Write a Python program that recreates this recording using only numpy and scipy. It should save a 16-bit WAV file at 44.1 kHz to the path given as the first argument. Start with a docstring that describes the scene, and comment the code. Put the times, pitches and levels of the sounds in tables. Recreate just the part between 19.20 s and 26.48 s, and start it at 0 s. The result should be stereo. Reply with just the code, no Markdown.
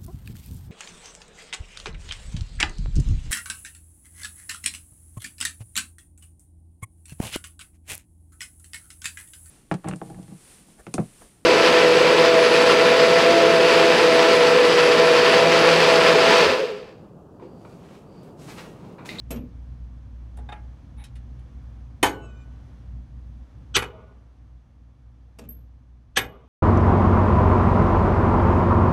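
"""Hammering a control arm home

Under a car, a bolt is tried in its hole and a heavy hammer drives a steel control arm into its bracket
with three blows: noise through crowded steel modes, plus decaying sines for arm and bracket.
Resonant noise leads into the second and third; the parts rattle and a bushing squeals once (harmonics).
Light knocks jolt the camera, whose spring rings thinly. A machine hums and rumbles under soft air,
a low, uneven swell of reverberation follows each blow, and the walls answer with a soft noise tail."""
import sys
import numpy as np
from scipy import signal
from scipy.fft import rfft, irfft, next_fast_len
from scipy.io import wavfile
from scipy.ndimage import map_coordinates

SR = 44100
rng = np.random.default_rng(int(sys.argv[2]) if len(sys.argv) > 2 else 0)


def store_pcm(level_fs):
    """Save levels as 16-bit WAV."""
    pcm = np.round(np.clip(level_fs, -1, 1) * 32767).astype(np.int16)
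    wavfile.write(sys.argv[1], SR, np.atleast_2d(pcm).T)


N = 321048
TIME = np.arange(N) / SR
AGE = TIME[:SR * 3 // 4]  # time since a contact

# hammer blows: (time [s], level [dB], extra knock [dB], extra crack [dB], decay factor, thud [dB],
# arm ring [dB], bracket ring [dB], camera spring [dB])
BLOWS = [(2.8285, -11, 0.5, 6, .82, -8.5, -28.5, -10, -32),
         (4.564, -6, -11, -1.5, 0.46, -17.5, -19.5, -36, -39),
         (6.9711, -8.5, -7, 1.5, 0.74, -18.5, -17, -26, -31)]
# steel regions favoured or starved where each blow lands, a list per blow: (centre [Hz], width [Hz], level [dB])
SPOTS = [
    [(230, 15, 7), (370, 71, 0), (1304, 98, -1), (1570, 60, 4.5), (1770, 78, 5), (3850, 150, 2),
     (9600, 2300, 1.5)],
    [(315, 52, -6.5), (560, 60, -3), (680, 70, -4), (809, 25, 5.5), (1220, 78, 6.5), (1550, 110, 0.5),
     (1839, 99, -5.5), (3650, 200, 2), (10840, 400, 7.5)],
    [(305, 19, 7.5), (770, 29, 10), (980, 170, -3.5), (1329, 83, -5.5), (1705, 91, 8.5), (2040, 140, 6),
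     (2650, 200, -0.5), (3150, 130, 1.5), (3650, 160, 7), (8174, 260, 7.5)],
]
# dense steel modes: (frequency [Hz], level [dB per Hz])
STEEL_SPECTRUM = [(50, -24), (75, -8.5), (170, -15), (330, -7.5), (420, -2), (590, -11), (800, -6.5),
                  (1200, -8.5), (1600, -7), (3100, -14), (5000, -23.5), (10400, -21.5), (12000, -31),
                  (16000, -43.5)]
# steel decay before the contact's decay factor: (frequency [Hz], t60 [s])
STEEL_DAMPING = [(100, 1), (400, 0.34), (1000, 0.31), (2500, 0.21), (6000, 0.19), (13000, 0.089)]
# likeness of left and right: (frequency [Hz], correlation)
LEFT_RIGHT_LIKENESS = [(60, 0.89), (130, .91), (290, 0.72), (640, 0.2), (1400, 0), (15000, 0.24)]
# centres of thump, knock, clang and crack [Hz]
BAND_HZ = (120, 600, 2500, 10000)

LOOSE_DETUNE, LOOSE_WANDER = .004, .004  # pitch shares, per contact and while ringing; times `loose`
GRAIN_DB, GRAINS_PER_S = 2.2, 330  # rough faces meet in many tiny hits
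MODE_SPACING_HZ, MODE_SPREAD_HZ = 48, 3500  # mean gap between steel modes; doubled at the second frequency
MODE_HALF_WIDTH = .06  # share of the gap

HUM_DB, RUMBLE_DB, AIR_DB = -41.5, -45.5, -58.5  # at first
DROP_START_S, DROP_END_S = 4.45, 5.05  # the background sinks around the second blow and stays lower
HUM_DROP_DB, RUMBLE_DROP_DB, AIR_DROP_DB = 8.5, 9, 7
MAINS_HZ, AIR_DRIFT_DB = 60, .7
DIP_S, DIP_WIDTH_S, DIP_DB = 4.3, 0.063, 9.5  # hum and rumble dip briefly before the second blow

BUMP_DECAY, FRAME_RING_DB = 0.95, -11.5  # ring against the knock
SETTLE_S, SETTLE_BANDS_DB = .052, [1, -22.5, -7.5, -17]  # the frame drops back: thump, knock, clang, crack

SQUEAL_START_S, SQUEAL_END_S, SQUEAL_EDGE_S = 2.91, 3.26, .035  # swells and dies over the edge time
SQUEAL_HZ, SAG_HZ_PER_S, REST_HZ = 1460, 990, 1220  # the pitch sags until the arm rests
SQUEAL_DB, SQUEAL_FADE_DB_PER_S, SQUEAL_FLICKER_DB = -59.75, 24, 3.5  # the grip comes and goes
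SQUEAL_JITTER, SQUEAL_WAVER = .016, .002  # fast and slow pitch unsteadiness (shares)

TAP_RISE_S, TAP_DECAY = 0.00125, 0.77
TAP_FALL_DB, RING_REACH = 10.5, 2.47  # loss per octave far from the centre; ring low-pass over the centre
RUB_START_S, RUB_END_S, RUB_DB = 1.766, 1.85, -51  # the bolt scrapes on the way out

THUMP_DB, CLANG_DB = -4, 2  # against a full blow
REBOUND_THUMP_DB, REBOUND_CLANG_DB, REBOUND_DECAY = -8.5, -1.5, .92  # a rebound is duller
THUD_DELAY_S = .004

TOP_HZ = 15900


def amp(db):
    """Decibels to gain."""
    return 10 ** (np.asarray(db) / 20)


def unit(x):
    """Scaled to rms 1."""
    return x / np.sqrt(np.mean(x ** 2) + 1e-20)


def along(points, hz):
    """(Hz, value) points read on a log axis."""
    f, v = np.transpose(points)
    return np.interp(np.log(hz + 1), np.log(f + 1), v)


def wobble(rate_hz):
    """A smooth random curve with rate_hz knots a second."""
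    knots = rng.standard_normal(int(N * rate_hz / SR) + 4)
    return map_coordinates(knots, [TIME * rate_hz])


def add(track, s, sound):
    """Mix a sound into the track from time s."""
    part = track[:, round(s * SR):][:, :sound.shape[-1]]
    part += sound[..., :part.shape[-1]]


def filtered(x, response):
    """x times a response of frequency."""
    n = x.shape[-1]
    m = next_fast_len(n + SR // 8)
    return irfft(rfft(x, m) * response(np.fft.rfftfreq(m, 1 / SR)), m)[..., :n]


def colour(points):
    """The gain of a (Hz, dB) spectrum as a function of frequency."""
    return lambda hz: amp(along(points, hz))


def noise(gain, size):
    """Coloured stereo noise of rms 1; mid and side shares set the left-right likeness by frequency."""
    def mid_side_gain(hz):
        turn = np.arccos(np.clip(along(LEFT_RIGHT_LIKENESS, hz), -1, 1)) / 2
        return gain(hz) * np.array([np.cos(turn), np.sin(turn)])

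    mid, side = filtered(rng.standard_normal((2, size)), mid_side_gain)
    return unit(np.array([mid + side, mid - side]))


def dying(x, t60s, stretch):
    """Each frequency of x dies at its own speed, its t60 times stretch."""
    hz, t, z = signal.stft(x, SR, nperseg=256)
    t60 = stretch * along(t60s, hz)[:, None]
    return signal.istft(z * amp(-60 * t / t60), SR, nperseg=256)[1][:, :x.shape[-1]]


def resonances(peaks):
    """The causal response of a set of (Hz, width, dB) resonances with alternating signs."""
    return lambda f: sum((-1) ** k * amp(db) * 1j * f * w / (c * c - f * f + 1j * f * w)
                         for k, (c, w, db) in enumerate(peaks))


def ripple(depth_db, spacing_hz):
    """A gain with random peaks and gaps along frequency, shallower in the bass."""
    knots = rng.standard_normal(2000)
    return lambda hz: amp(depth_db * map_coordinates(knots, [hz / spacing_hz], mode="mirror") * hz / (hz + 900))


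def comb():
    """A gain with narrow peaks at uneven steps along frequency, like single modes."""
    steps = np.cumsum(rng.uniform(.3, 1.7, 200)) - 1
    edges = MODE_SPREAD_HZ * np.expm1(steps * MODE_SPACING_HZ / MODE_SPREAD_HZ)
    place = lambda hz: np.interp(hz, edges, np.arange(len(edges))) % 1 - .5  # 0 at a mode
    return lambda hz: 1 / np.hypot(1, place(hz) / MODE_HALF_WIDTH)


def favour(spot):
    """The gain of the (Hz, width, dB) regions that one spot of the steel favours or starves."""
    return lambda hz: amp(sum(db * np.exp(-((hz - centre) / width) ** 2) for centre, width, db in spot))


def ring(modes, scatter_db=-1.0, attack=0.00084, loose=1):
    """Sum of decaying sines, rms 1 before attack and scatter; short waves reach the two sides out of step."""
    hz, db, t60 = np.transpose(modes)[:, :, None]
    age = AGE[:int(t60.max() * SR)]
    drift = np.repeat(rng.standard_normal((len(modes), 130)), 256, axis=1)[:, :len(age)]
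    sign, start, left, right, detune = rng.standard_normal((len(modes), 5)).T[:, :, None]
    apart = np.arccos(np.clip(along(LEFT_RIGHT_LIKENESS, hz), -1, 1)) * np.sign(sign) / 2
    fade = amp(db - 60 * age / t60) / np.linalg.norm(amp(db)) * np.sqrt(2)
    pitch = hz * (1 + loose * (LOOSE_DETUNE * detune + LOOSE_WANDER * drift))
    phase = 2 * np.pi * (np.cumsum(pitch, axis=1) / SR + start)
    pair = [(amp(scatter_db * size) * fade * np.sin(phase + side * apart)).sum(0)
            for side, size in ((0.96, left), (-0.76, right))]
    onset = 1 - np.exp(-age / attack)
    return np.pad(np.array(pair) * onset, ((0, 0), (0, len(AGE) - len(age))))


def clank(spectrum, t60s, band_dbs, stretch, attack, burst, burst_time, spot=()):
    """One contact: a noise burst through crowded steel modes, coloured by its spot and band levels."""
    modes, strength = comb(), ripple(depth_db=3, spacing_hz=70)
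    steel = lambda hz: colour(spectrum)(hz) * modes(hz) * strength(hz) * favour(spot)(hz)
    hits = np.interp(AGE * GRAINS_PER_S, np.arange(GRAINS_PER_S), rng.standard_normal(GRAINS_PER_S))
    grain = unit(amp(GRAIN_DB * hits))
    crowd = filtered(noise(steel, size=len(AGE)), colour(list(zip(BAND_HZ, band_dbs))))
    share = np.clip(burst, 0, .95)
    onset = 1 - np.exp(-AGE / attack)
    early = 1 - share + 2 * share * np.exp(-AGE / burst_time)
    return grain * dying(crowd, t60s, stretch) * onset * early


def background(waver_db=3.0):
    """A machine's wavering hum and rumble under soft outdoor air, coloured by the hollows under the car."""
    # (multiple of the mains, level [dB])
    hum_orders = [(1, 3.5), (2, -13), (3, -20), (4, -21.5), (5, -28), (6, -38.5)]
    # (frequency [Hz], level [dB per Hz])
    rumble_spectrum = [(15, -69), (25, -48.5), (29, -28), (40, -10.5), (64, -7), (87, -6), (123, -5),
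                       (167, -18), (246, -17), (317, -32), (450, -42), (580, -72.5), (990, -120)]
    # (frequency [Hz], level [dB per Hz])
    air_spectrum = [(150, -31.5), (250, -6), (440, -22), (471, -14), (652, -19), (736, -18), (1190, -21.5),
                    (1460, -25), (5550, -37.5), (6150, -35), (7300, -44.5), (10600, -47.5), (11800, -59),
                    (13800, -49), (15000, -67.5)]
    sunk = np.clip((TIME - DROP_START_S) / (DROP_END_S - DROP_START_S), 0, 1)
    clock = TIME + 0.00051 * wobble(6.7)
    tone = unit(sum(amp(db + 2.1 * wobble(19)) * np.sin(2 * np.pi * (k * MAINS_HZ * clock + rng.random()))
                    for k, db in hum_orders))
    hum = amp(HUM_DB - HUM_DROP_DB * sunk + waver_db * wobble(9)) * tone
    rumble = amp(RUMBLE_DB - RUMBLE_DROP_DB * sunk) * noise(colour(rumble_spectrum), size=N)
    hollows = ripple(depth_db=1.3, spacing_hz=172.2)
    air_gain = amp(AIR_DB - AIR_DROP_DB * sunk + AIR_DRIFT_DB * wobble(2.6))
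    air = air_gain * noise(lambda f: colour(air_spectrum)(f) * hollows(f), size=N)
    dip = amp(-DIP_DB * np.exp(-((TIME - DIP_S) / DIP_WIDTH_S) ** 2))
    return dip * (hum + rumble) * amp([[-1.0], [1.0]]) + air


def walls(x):
    """A soft tail from the walls and paving: convolution with decaying noise."""
    # decay before the stretch: (frequency [Hz], t60 [s])
    wall_t60s = [(100, 0.62), (500, 0.59), (1500, 0.24), (3000, 1), (6000, .4), (12000, .2)]
    # (frequency [Hz], level [dB])
    wall_colour = [(100, -3.5), (500, 8), (1400, -3), (3000, -22.5), (7000, -24), (14000, -26.5)]
    tail = dying(noise(colour(wall_colour), size=len(AGE)), wall_t60s, stretch=0.89)
    tail = tail * (1 - np.exp(-AGE / 0.013))
    return signal.fftconvolve(x, unit(tail) / np.sqrt(len(AGE)), axes=1)[:, :N]


def late_swells():
    """A low, uneven swell of reverberation follows each blow: resonant noise that rises and fades."""
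    # (peak time [s], rise [s], fall [s], level [dB], dull above [Hz])
    swells = [(3.0, 0.063, 0.14, -48, 1400), (4.815, .1, 0.097, -46.5, 1750),
              (7.155, .085, 0.091, -49, 1610)]
    # tail resonances: (centre [Hz], width [Hz], level [dB])
    tail_peaks = [(160, 120, -3.5), (248, 30, 0.5), (420, 38, 2), (654, 50, -0.5), (860, 25, -4),
                  (1170, 120, -4), (1450, 29, -3.5), (2250, 400, -18)]
    out = np.zeros((2, N))
    for s, rise, fall, db, dull_hz in swells:
        modes = comb()
        tail_colour = lambda hz: (resonances(tail_peaks)(hz) * modes(hz) * hz / (hz + 90)
                                  / np.hypot(1, (hz / dull_hz) ** 2))
        t = AGE - 3 * rise  # 0 at the peak
        swell = np.exp(-(np.minimum(t, 0) / rise) ** 2 / 2 - np.maximum(t, 0) / fall)
        uneven = amp(db + 2 * wobble(70)[:len(AGE)])
        add(out, s + t[0], uneven * swell * noise(tail_colour, size=len(AGE)))
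    return out


def jolts():
    """Dull frame knocks reach the camera; these and the blows ring a tiny spring inside it."""
    # knocks on the frame beside the camera: (time [s], level [dB], camera spring [dB])
    bumps = [(0.1053, -22, -38.5), (6.186, -33, -63.5), (6.287, -54.5, -36.5)]
    # thump, knock, clang and crack of a knock [dB]
    bump_bands_db = [-6, -2.5, 2, 2.5]
    # the knocked frame: (frequency [Hz], level [dB per Hz])
    frame_spectrum = [(53, -26), (100, -12.5), (165, -10.5), (250, -1), (330, -13), (480, -8.5), (750, -20),
                      (1300, -22.5), (1920, -30.5), (2760, -27), (4500, -37), (5600, -31), (10500, -32),
                      (13000, -38), (16000, -58)]
    # decay before the decay factor: (frequency [Hz], t60 [s])
    frame_damping = [(120, 0.58), (300, 0.52), (600, 0.32), (1500, 0.24), (6000, 0.13), (13000, 0.073)]
    # (frequency [Hz], level [dB], t60 [s])
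    frame_modes = [(137.4, -4, 0.48), (210, -5, 0.6), (241.5, -2.5, 0.7), (293, -3.5, 0.49),
                   (473, -2, 0.55), (544, -7.5, 0.55), (650, 0.5, 0.26), (1670, -10, 0.17),
                   (2630, -1, 0.094), (5480, -2.5, 0.085)]
    # (frequency [Hz], level [dB], t60 [s])
    spring_modes = [(12570, 0, .18), (12635, -12, .24)]
    out = np.zeros((2, N))
    for s, db, _ in bumps:
        for delay, band_dbs in ((0, bump_bands_db), (SETTLE_S, SETTLE_BANDS_DB)):
            knock = clank(frame_spectrum, frame_damping, band_dbs, BUMP_DECAY,
                          attack=0.0017, burst=0.26, burst_time=0.00166)
            add(out, s + delay, amp(db) * knock)
        add(out, s, amp(db + FRAME_RING_DB) * ring(frame_modes, attack=0.0045, loose=1.43))
    for s, *_, spring_db in bumps + BLOWS:
        add(out, s + 0.0018, amp(spring_db) * ring(spring_modes, loose=.15))
    return out


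def squeal():
    """The bushing squeals faintly at a falling pitch as the arm settles, sticking and slipping unevenly."""
    # (multiple of the pitch, level [dB])
    orders = [(2, -1.5), (3, -12.5), (4, -21), (5, -11), (6, -13.5)]
    age = np.maximum(TIME - SQUEAL_START_S, 0)
    hz = np.maximum(SQUEAL_HZ - SAG_HZ_PER_S * age, REST_HZ)
    unsteady_hz = hz * (1 + SQUEAL_JITTER * wobble(1300) + SQUEAL_WAVER * wobble(58))
    phase = 2 * np.pi * np.cumsum(unsteady_hz) / SR
    sounding = np.clip(np.minimum(age, SQUEAL_END_S - TIME) / SQUEAL_EDGE_S, 0, 1)
    grip_db = SQUEAL_DB - SQUEAL_FADE_DB_PER_S * age + SQUEAL_FLICKER_DB * wobble(36)
    tone = sum(amp(db + 3 * wobble(70)) * np.sin(k * phase) for k, db in orders)
    return sounding * amp(grip_db) * tone


def touch(db, centre_hz, ring_db, rise, stretch):
    """One contact of the bolt, strongest around its centre frequency; a low centre dulls its ring."""
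    # bolt modes: (frequency [Hz], level [dB], t60 [s])
    bolt_modes = [(721, 0, 0.093), (831.3, 1, 0.23), (1490, -18, 0.26), (1636, -9, 0.24),
                  (2132, -15.5, 0.32), (2475, -13, 0.17), (2980, -20, 0.14), (3660, 6, 0.05),
                  (9800, -15.5, 0.31)]
    octaves = np.log2(np.array(BAND_HZ) / centre_hz)
    band_dbs = db - TAP_FALL_DB * (np.hypot(octaves, 1) - 1)
    click = clank(STEEL_SPECTRUM, STEEL_DAMPING, band_dbs, stretch, attack=rise, burst=0.38, burst_time=0.0092)
    low_pass = lambda hz: 1 / (1 + 1j * hz / (RING_REACH * centre_hz)) ** 2
    return click + amp(ring_db) * filtered(ring(bolt_modes, attack=rise), low_pass)


def bolt(catch_db=1.0):
    """The bolt clicks against the rim of its hole; its thread catches and scrapes as it is drawn out."""
    # taps, hard contacts centred higher than soft ones: (time [s], level [dB], centre [Hz], bolt ring [dB])
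    taps = [(1.17, -40, 11000, -75), (1.173, -41.5, 510, -42), (1.187, -38.5, 427, -36),
            (1.289, -33.5, 1220, -30.5), (1.321, -30.5, 1400, -29.5), (1.839, -32.5, 6560, -73),
            (1.9547, -40, 4970, -80), (2.191, -53.5, 4500, -80)]
    # scrape resonances: (centre [Hz], width [Hz], level [dB])
    thread_peaks = [(824, 47, 3.5), (2150, 450, -11), (3780, 270, -13.5), (9700, 220, -12),
                    (10600, 1300, -25.5)]
    out = np.zeros((2, N))
    for s, *contact in taps:
        add(out, s, touch(*contact, TAP_RISE_S, TAP_DECAY))
    stroke = np.sin(np.pi * np.clip((TIME - RUB_START_S) / (RUB_END_S - RUB_START_S), 0, 1))
    scrape = amp(RUB_DB + catch_db * wobble(190)) * noise(resonances(thread_peaks), size=N)
    return out + stroke * scrape


def lead_ins(growth=2.02, release=0.0064, pan_db=3.5):
    """Resonant noise swells for about 20 ms into the second and third blows."""
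    # (start [s], end s [s], level [dB])
    swells = [(4.539, 4.561, -10.5), (6.955, 6.976, -13)]
    # swell resonances: (centre [Hz], width [Hz], level [dB])
    swell_peaks = [(390, 150, -12.5), (1330, 56, -1), (1590, 90, -5), (1930, 76, -8), (2550, 96, -2),
                   (3200, 220, 0.5), (4570, 730, -13), (6180, 540, -11.5), (6733, 130, -14.5),
                   (7830, 140, -12)]
    out = np.zeros((2, N))
    for (start, end, db), spot in zip(swells, SPOTS[1:]):
        band = lambda f: f ** 2 / (f ** 2 + 300 ** 2) / (1 + (f / 8500) ** 10)
        swell_colour = lambda f: resonances(swell_peaks)(f) * favour(spot)(f) * band(f)
        length = end - start
        level = np.minimum(AGE / length, 1) ** growth * np.exp(-np.maximum(AGE - length, 0) / release)
        add(out, start, amp(db) * level * noise(swell_colour, size=len(AGE)))
    return out * amp([[-pan_db], [pan_db]])


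def thud():
    """The bushing takes the load: one low push that dies within a few cycles."""
    # (frequency [Hz], level [dB], rise [s])
    pushes = [(378, -2, 0.0014), (810, -6, 0.0005)]
    return sum(amp(db) * AGE / rise * np.exp(1 - AGE / rise) * np.sin(2 * np.pi * hz * AGE)
               for hz, db, rise in pushes)


def strike(band_dbs, spot, stretch, arm_db, bracket_db, arm_pan_db=0.1, bracket_pan_db=1.14):
    """Steel meets steel: a clank, and the ring of the arm and of the bracket."""
    # (frequency [Hz], level [dB], t60 [s])
    arm_modes = [(253.6, -14.5, 0.37), (394, -6, 0.12), (773, -6.5, 0.12), (488, -10, 0.23),
                 (815, -5.5, 0.11), (1062, -10, 0.17), (1152, -8, 0.15), (1300, -12, 0.17),
                 (1360, -2, 0.17), (1462, -1, 0.15), (1677, -3, 0.13), (1920, -1.5, 0.14),
                 (2157, -0.5, .14), (2225, -5, 0.13), (2380, -3.5, 0.13), (2454, 0, 0.17),
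                 (2940, -5.5, 0.26), (3100, -7, 0.094), (3270, 3, 0.067), (3590, -8.5, .085),
                 (3660, -3.5, .085), (4450, -3.5, 0.087), (4880, -3, 0.049), (5990, -13, .12),
                 (6300, -9, 0.071), (7100, -13.5, 0.083), (7900, -18, 0.11)]
    # (frequency [Hz], level [dB], t60 [s])
    bracket_modes = [(233, -11.5, 0.15), (284, -7.5, 0.36), (333, -8.5, .38), (384.8, 3.5, .06),
                     (429.2, -2.5, 0.26), (528, -2.5, 0.19), (676.2, -8, 0.34), (774, 1.5, 0.18),
                     (815, -1, .2), (851, -2, 0.29), (919, 1.5, 0.19), (962, 6, 0.092), (1017, 1, 0.17),
                     (1290, -4, 0.035), (1531, -0.5, 0.16), (1780, -4.5, 0.16), (1844, -0.5, 0.099),
                     (2130, -6, .15), (2266, -4.5, 0.21), (2480, -6.5, 0.16), (3036, 1, 0.14),
                     (3130, -6, 0.18), (3560, -6.5, 0.11), (5600, -16.5, 0.12), (6540, -5.5, 0.15),
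                     (8134, -14, 0.16), (9430, -7.5, 0.11)]
    contact = clank(STEEL_SPECTRUM, STEEL_DAMPING, band_dbs, stretch,
                    attack=0.0017, burst=0.48, burst_time=0.0079, spot=spot)
    arm_gain = amp([[arm_db - arm_pan_db], [arm_db + arm_pan_db]])
    bracket_gain = amp([[bracket_db + bracket_pan_db], [bracket_db - bracket_pan_db]])
    return contact + arm_gain * ring(arm_modes, attack=0.006) + bracket_gain * ring(bracket_modes, attack=0.0015)


def hammer():
    """Blows and their weaker rebounds; after the first blow the arm hangs free and sings on."""
    # parts meet again on the last blow's spot: (time [s], level against that blow [dB], extra knock [dB],
    # extra crack [dB], extra ring [dB])
    rebounds = [(2.8521, -11.5, 4.5, -4, -14.5), (2.864, -11, -0.5, -2, -4), (2.891, -23, -4.5, -0.5, -6),
                (4.586, -17.5, -3.5, -2.5, 12), (4.621, -21, 3, -6.5, 10), (4.643, -32, 6.5, -12, -5),
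                (7.022, -33.5, 14, -2, -3), (7.035, -31.5, -11, -1, 8)]
    # slow modes of the hanging arm: (frequency [Hz], level [dB], t60 [s])
    hanging_modes = [(670, -4, .6), (1153, -3, 0.77), (1486, 1, 1.0), (2985, -8, 1)]
    out = np.zeros((2, N))
    for (s, db, knock_db, crack_db, stretch, thud_db, arm_db, bracket_db, _), spot in zip(BLOWS, SPOTS):
        band_dbs = db + np.array([THUMP_DB, knock_db, CLANG_DB, crack_db])
        add(out, s, strike(band_dbs, spot, stretch, arm_db, bracket_db))
        add(out, s + THUD_DELAY_S, amp(thud_db) * thud())
    for s, loss_db, knock_db, crack_db, ring_db in rebounds:
        last_blow, spot = [pair for pair in zip(BLOWS, SPOTS) if pair[0][0] < s][-1]
        _, db, *_, arm_db, bracket_db, _ = last_blow
        band_dbs = db + np.array([REBOUND_THUMP_DB, knock_db, REBOUND_CLANG_DB, crack_db])
        contact = strike(band_dbs, spot, REBOUND_DECAY, arm_db + ring_db, bracket_db + ring_db)
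        add(out, s, amp(loss_db) * contact)
    add(out, BLOWS[0][0], amp(-38.5) * ring(hanging_modes, loose=0))
    return out


def scene():
    """Work on the arm, its reverberation and the background."""
    # balance of blows and lead-ins: (frequency [Hz], left over right [dB])
    lean = [(100, -1), (300, -1.5), (640, 0.5), (1400, 0), (3100, -1), (6000, -3.5), (14000, -.5)]
    blows = filtered(hammer() + lead_ins(), lambda hz: amp(along(lean, hz) * np.array([[.5], [-.5]])))
    work = blows + bolt()
    return work + amp(-26.0) * walls(work) + late_swells() + squeal() + jolts() + background()


def record(dry):
    """The camera rounds off the highest peaks and keeps nothing above its band limit."""
    rounded = dry / (1 + np.abs(dry / .95) ** 6) ** (1 / 6)
    return filtered(rounded, lambda hz: hz < TOP_HZ)


dry = scene()
out = record(dry)
store_pcm(out)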